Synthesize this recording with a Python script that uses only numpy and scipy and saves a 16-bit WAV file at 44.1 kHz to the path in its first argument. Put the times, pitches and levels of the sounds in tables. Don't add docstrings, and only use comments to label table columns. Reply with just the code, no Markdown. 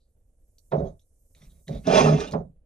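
import sys
import numpy as np
from scipy import signal
from scipy.fft import rfft, irfft
from scipy.io import wavfile
from scipy.ndimage import uniform_filter1d

SR = 44100
rng = np.random.default_rng(int(sys.argv[2]) if len(sys.argv) > 2 else 0)


def log_audio(samples):
    frames = np.atleast_2d(samples).T
    limited = np.clip(frames, -1, 1)
    pcm = np.round(limited * 32767).astype(np.int16)
    wavfile.write(sys.argv[1], SR, pcm)


def invert_db(x):
    u = np.asarray(x, float) / 20
    return 10 ** u


N = 116865


def evened(x):
    return x / np.sqrt(np.mean(x ** 2) + 1e-20)


def read(points, hz):
    f, value = np.transpose(points)
    return np.interp(np.log(hz + 1), np.log(f + 1), value)


def colour(x, points):
    hz = np.fft.rfftfreq(N, 1 / SR)
    return evened(irfft(rfft(x) * invert_db(read(points, hz)), N))


def drift(seconds):
    size = round(seconds * SR)
    smooth = uniform_filter1d(rng.standard_normal(N), size)
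    return evened(uniform_filter1d(smooth, size))


def ports(x, other, balance, phase, same):
    hz = np.fft.rfftfreq(N, 1 / SR)
    c = np.clip(read(same, hz), 0, 1)
    half = invert_db(read(balance, hz) / 2) * np.exp(.5j * read(phase, hz))
    a, b = rfft(x), rfft(other)
    first = a * half
    second = (c * a + np.sqrt(1 - c * c) * b) / half
    return irfft(np.array([first, second]) / abs(half + c / half) * 2, N)


# time_s, level_db, top_hz
SLEEVES = [(0, -90.5, 12600), (0.4, -86.5, 12600), (.51, -81.5, 12800), (0.54, -81.5, 14800),
           (0.66, -76, 14100), (0.72, -78.5, 13050), (0.77, -83.5, 11400), (0.961, -83.5, 12560),
           (1.25, -78, 13230), (1.36, -74, 14200), (1.6, -73.5, 15000), (1.851, -72, 13400),
           (1.89, -80, 10100), (2.279, -90.5, 9960), (2.31, -83, 12600), (2.4, -90, 11500),
           (2.65, -99, 11500)]
# freq_hz, level_db
CLOTH_HISS = [(1760, -48.5), (3500, -33), (6000, -7), (7200, -3.5), (9620, 0), (12400, -6), (14000, -9.5),
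              (15400, -14.5)]


def rustle():
    patchy_db, fringe_db, fringe_hz = 1.5, 7.0, 2200
    hz, t, z = signal.stft(rng.standard_normal((2, N)), SR, nperseg=512)
    s, db, top_hz = np.transpose(SLEEVES)
    above = hz[:, None] - np.interp(t, s, top_hz)
    patches = uniform_filter1d(rng.standard_normal(above.shape), size=7, axis=0)
    patches = evened(uniform_filter1d(patches, size=4, axis=1))
    depth_db = patchy_db + fringe_db * np.clip(1 + above / fringe_hz, 0, 1)
    level_db = np.interp(t, s, db) + read(CLOTH_HISS, hz)[:, None] + 6.0
    cut_db = 30.0 * np.clip(above / 250, 0, 1)
    z = z * invert_db(level_db + depth_db * patches - cut_db)
    return signal.istft(z, SR, nperseg=512)[1][:, :N]


# freq_hz, level_db
ROOM_HUM = [(8.8, -25), (15, 8), (107, -5), (134, -19.5), (245, -21.5), (390, -28.5), (497, -21),
            (769, -37.5), (1000, -48), (5000, -64), (11000, -120)]
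# freq_hz, balance_db
FAR_BALANCE = [(60, -1), (3000, -10.5), (10000, -3)]
# freq_hz, phase_rad
FAR_PHASE = [(30, 0.11), (600, 0.49)]
# freq_hz, shared_0_to_1
FAR_SHARED = [(100, 1), (600, 0.67), (4000, 0.27)]


def air():
    lumps = invert_db(-61 + 2 * drift(0.017))
    one, other = (lumps * colour(rng.standard_normal(N), ROOM_HUM) + hiss for hiss in rustle())
    return ports(one, other, FAR_BALANCE, FAR_PHASE, FAR_SHARED)


def ring(x, hz, width):
    r = np.exp(-np.pi * width / SR)
    return signal.lfilter([1, 0, -1], [1, -2 * r * np.cos(2 * np.pi * hz / SR), r * r], x)


# start_s, peak_db, pitch_hz, second_pitch_hz, t60_s
TOUCHES = [(0.002, -73.5, 4420, 4000, 0.29), (0.583, -50.5, 4640, 5820, 0.0084),
           (0.584, -58, 8470, 11800, .008), (0.993, -60, 3700, 3670, 0.017), (.995, -64, 5870, 6500, .015),
           (1.015, -65.5, 3900, 5900, 0.058), (1.349, -50.5, 3960, 2200, 0.014),
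           (1.349, -54, 6230, 2640, 0.013), (1.418, -51, 3570, 2200, 0.044), (1.68, -35, 3810, 1870, 0.011),
           (1.681, -51, 4750, 6500, 0.015), (1.732, -51, 698, 3400, 0.028), (1.904, -15, 420, 418, 0.075),
           (1.974, -20.5, 418, 420, 0.18), (1.87, -29, 3790, 5240, 0.021),
           (2.042, -30.5, 6020, 3820, 0.023), (2.039, -29, 660, 944, 0.024),
           (2.203, -30.5, 3830, 1820, 0.018), (2.204, -32.5, 4370, 5556, 0.023),
           (2.273, -36.5, 3620, 2860, 0.09), (2.31, -40, 6080, 4020, 0.025),
           (2.32, -40.5, 4970, 4195, 0.058)]


def ticks():
    spot_width = 0.12
    out, t = np.zeros(N), np.arange(9000) / SR
    for s, db, hz, second_hz, t60 in TOUCHES:
        attack = np.minimum(t / 0.00063, 1)
        snap = rng.standard_normal(len(t)) * invert_db(-60 * t / t60) * attack
        tap = invert_db(-7.0) * evened(ring(ring(snap, hz, 0.92 * hz), hz, 1.4 * hz))
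        for f in (hz, second_hz):
            tap = tap + evened(ring(ring(snap, f, spot_width * f), f, 2 * spot_width * f))
        part = out[round(s * SR):][:len(t)]
        part += invert_db(db) * tap / abs(tap).max()
    return out


def slips():
    slips_per_s, spread_db = 2500, 2.5
    size = invert_db(spread_db * np.minimum(rng.exponential(1, N), 5))
    sign = rng.choice([-1., 1.], N)
    return evened(size * sign * (rng.random(N) < slips_per_s / SR))


def steady(x):
    power = abs(uniform_filter1d(x ** 2, round(0.044 * SR)))
    return x / np.sqrt(power + 0.014)


def body(modes, wander_db, soft_hz):
    force, x = slips(), 0
    for hz, width, db in modes:
        mode = evened(ring(ring(force, hz, width), hz, 4 * width))
        x = x + invert_db(db + wander_db * drift(0.024)) * steady(mode)
    return evened(signal.sosfilt(signal.butter(4, soft_hz, fs=SR, output="sos"), x))


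# freq_hz, level_db
WOOD_TONE = [(60, -32.5), (250, -24), (450, 9.5), (800, 2), (1300, -13), (2200, -24.5), (5000, -65)]


def wood_clicks():
    return colour(slips(), WOOD_TONE)


# freq_hz, width_hz, level_db
TABLE_MODES = [(152.2, 31, 11), (177.7, 16, -9.5), (224.6, 16, -5), (271.1, 19, -6)]
# freq_hz, width_hz, level_db
BOARD_MODES = [(384.7, 31, 0), (422.8, 22, 0), (559, 60, 4), (616.3, 28, -0.5), (666.4, 6.7, -2)]
# freq_hz, width_hz, level_db
FINGER_SPOTS = [(2200, 570, -3.5), (3400, 200, -3.5), (3700, 210, 1), (4300, 220, -9), (5800, 200, -9),
                (6360, 250, -8)]
# freq_hz, level_db
RASP_TONE = [(1100, -2.5), (2100, -5.5), (2900, -17.5), (3750, -3.5), (4900, -9), (5900, -9.5),
             (7200, -20.5), (12000, -47)]


def blunt_layers():
    low = steady(body(TABLE_MODES, 3.0, 300))
    thud = evened(body(BOARD_MODES, 0.77, 800) + invert_db(-8.0 - 6) * wood_clicks())
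    rasp = evened(body(FINGER_SPOTS, 4.8, 8100) + invert_db(-3.5) * colour(slips(), RASP_TONE))
    return low, steady(thud), rasp


# freq_hz, width_hz, level_db
LOADED_MODES = [(141.7, 24, -10.5), (176, 54, 5), (232.4, 14, -3), (283.3, 22, -4.5)]
# freq_hz, width_hz, level_db
PLATE_MODES = [(421, 12, 11), (435, 14, -1.5), (524, 14, -9.5), (613, 10, 4.5), (637, 18, 10),
               (664, 13, -9), (764.7, 27, -1), (793, 5.2, -8.5), (923.5, 8.7, -3), (1089, 6, -8),
               (1175, 9.6, -6.5), (1214, 30, -7.5), (1296, 30, -3)]
# freq_hz, width_hz, level_db
EDGE_MODES = [(1488, 25, 0), (1721, 46, 5), (1848, 27, 0.5), (2114, 28, 1.5), (2422, 33, 6.5),
              (2688, 60, 6.5), (2762, 78, 0.5), (3213, 50, 1), (3390, 68, 6.5), (3810, 67, 0),
              (4120, 90, -2), (4270, 20, -13.5),
              (4716, 50, -8.5), (5075, 92, 1), (5900, 70, -14), (5930, 69, -4.5), (6400, 30, -11),
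             (6320, 32, -4), (6620, 18, -11), (7220, 40, -12.5), (8760, 84, -13)]
# freq_hz, level_db
GRIT_TONE = [(700, -33.5), (1200, -3.5), (6400, -11), (7800, -23.5), (9850, -24.5), (10150, -64.5),
             (11300, -37), (13400, -67)]


def sliding_layers():
    low = steady(body(LOADED_MODES, 5.2, 420))
    knock = evened(body(PLATE_MODES, 5, 1200) + invert_db(-6) * wood_clicks())
    highpass = signal.butter(3, 1100, "high", fs=SR, output="sos")
    edge = signal.sosfilt(highpass, body(EDGE_MODES, 3.1, 9600))
    grit = evened(edge + invert_db(-6.5) * colour(slips(), GRIT_TONE))
    return low, steady(knock), steady(grit)


# start_s, peak_db, t60_s
LANDINGS = [
    (0.718, -27.5, 0.093),
    (2.334, -29.5, 0.089),
]
# freq_hz, level_db
LANDING_TONE = [(400, -23), (900, 11), (1600, -8), (4500, -28.5), (9000, -73.5)]


def blows():
    t, out = np.arange(N) / SR, np.zeros(N)
    crack = colour(slips(), LANDING_TONE)
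    for s, db, t60 in LANDINGS:
        attack = np.clip((t - s) / 0.0046, 0, 1)
        out += crack * attack * invert_db(db - 60 * abs(t - s) / t60)
    return out


# start_s, load_db (on the table), knock_db (re load), grit_db (re load)
SETTING_DOWN = [
    (0.707, -72.5, -11.5, -17),
    (0.72, -41, 2.5, -14),
    (0.734, -27, 7, -47.5),
    (.786, -25.5, -8, -38.5),
    (0.804, -34.5, 6, -33.5),
    (0.827, -28, -7, -45.5),
    (0.872, -41.5, 3, -24.5),
    (0.903, -41.5, -11.5, -35.5),
    (0.981, -72, -3.5, -32.5),
]
LIFTING = [
    (1.36, -65.5, -5, -6.5),
    (1.403, -71.5, -13, 1),
    (1.427, -50, -18, -15.5),
    (1.471, -60, -20, -13),
    (1.619, -67, -8, -20),
]
BUMPING = [
    (1.673, -52, -19.5, -10.5),
    (1.695, -32.5, -3.5, -33.5),
    (1.722, -28, -18.5, -26.5),
    (1.763, -38, -3, -20),
    (1.786, -39, -18.5, -23.5),
    (1.801, -45, -15, -27),
    (1.835, -54.5, -12, -15),
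]
DRAGGING = [
    (1.837, -57, -14, -8),
    (1.877, -23, -0.5, -16),
    (1.922, -23.5, 5.5, -10.5),
    (1.947, -25, 6.5, -1.5),
    (1.974, -22.5, 7, -2.5),
    (2.012, -23, 9, -5),
    (2.025, -26, 1.5, -7.5),
    (2.065, -26.5, 7, -7),
    (2.113, -26.5, 3, -15),
]
CREEPING = [
    (2.116, -27, 1, -13.5),
    (2.136, -23.5, -2.5, -17.5),
    (2.167, -29.5, -3, -16.5),
    (2.188, -32.5, -2, -9.5),
    (2.22, -36, 5, -5.5),
    (2.253, -41.5, 1, -4.5),
    (2.289, -44, -6.5, -14.5),
    (2.32, -48, 3, -16.5),
]
SETTLING = [
    (2.322, -36.5, -12.5, -4.5),
    (2.34, -27, -2.5, -64),
    (2.358, -23, -2, -51),
    (2.375, -29.5, -10.5, -43),
    (2.411, -35, -4, -43),
    (2.439, -44.5, -16, -51),
    (2.495, -50.5, -26.5, -57),
    (2.621, -81, -16, -37),
]
STAND_SHAKE = [
    -9.5,
    4.5,
    -4.5,
    -15,
    -12,
    -17.5,
]
# freq_hz, level_db
STAND_TONE = [(8.8, -27), (15, -16), (32, 18), (92, 10.5), (110, -7), (140, -26), (240, -120)]


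def contact():
    t, out = np.arange(N) / SR, np.zeros(N)
    blunt, sliding = blunt_layers(), sliding_layers()
    stand = steady(colour(rng.standard_normal(N), STAND_TONE))
    handlings = SETTING_DOWN, LIFTING, BUMPING, DRAGGING, CREEPING, SETTLING
    layers = blunt, blunt, blunt, sliding, sliding, blunt
    for table, (low, mid, high), shake_db in zip(handlings, layers, STAND_SHAKE):
        s, load_db, knock_db, grit_db = np.transpose(table)
        edges = np.minimum(t - s[0], s[-1] - t) / .008 + .5
        force = np.sin(np.pi / 2 * np.clip(edges, 0, 1)) * invert_db(np.interp(t, s, load_db))
        knock, grit = invert_db(np.interp(t, s, knock_db)), invert_db(np.interp(t, s, grit_db))
        out += force * (low + knock * mid + grit * high)
        slow_force = uniform_filter1d(force, round(0.024 * SR))
        out += invert_db(shake_db) * stand * np.interp(t - 0.047, t, slow_force)
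    return out + blows()


# start_s, end_s, slips_per_s, level_db
SHUDDER = (2.02, 2.18, 75, -16.5)
# multiple, level_db
SHUDDER_HARMONICS = [(2, 0), (3, -5)]


def judder():
    start, end, hz, db = SHUDDER
    t = np.arange(N) / SR
    turns = np.cumsum(hz * (1 + .025 * drift(.02))) / SR
    hold = np.clip(np.minimum(t - start, end - t) / .03, 0, 1)
    wave = sum(invert_db(d) * np.cos(2 * np.pi * k * turns) for k, d in SHUDDER_HARMONICS)
    return hold * invert_db(db + drift(0.0067)) * wave


def room(x):
    bass_t60, treble_t60 = 0.16, 0.079
    t = np.arange(SR // 2) / SR
    noise = rng.standard_normal(len(t))
    bass = signal.lfilter(*signal.butter(2, 1500, fs=SR), noise)
    tail = bass * invert_db(-60 * t / bass_t60) + (noise - bass) * invert_db(-60 * t / treble_t60)
    tail = tail * (t > .004)
    return signal.fftconvolve(x, tail / np.linalg.norm(tail))[:N]


# freq_hz, balance_db
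NEAR_BALANCE = [(60, -1), (200, -2.5), (400, -4), (640, -13), (1200, -2.5), (4000, -2.5), (9000, -5)]
# freq_hz, phase_rad
NEAR_PHASE = [(60, 0.09), (250, 0.11), (430, 0.41), (620, 1.5), (1200, 2.28), (2400, 0.64), (5000, 1.1)]
# freq_hz, shared_0_to_1
NEAR_SHARED = [(100, .99), (1000, .96), (4000, .75), (12000, .4)]


def scene():
    near = ticks() + contact() + judder()
    wet = near + invert_db(-15) * room(near)
    return ports(wet, room(near), NEAR_BALANCE, NEAR_PHASE, NEAR_SHARED) + air()


def low_pass(x):
    return signal.sosfilt(signal.butter(12, 15580, fs=SR, output="sos"), x)


def record(dry):
    mix = 0.86 * np.tanh(dry / 0.94)
    return low_pass(mix)


dry = scene()
out = record(dry)
log_audio(out)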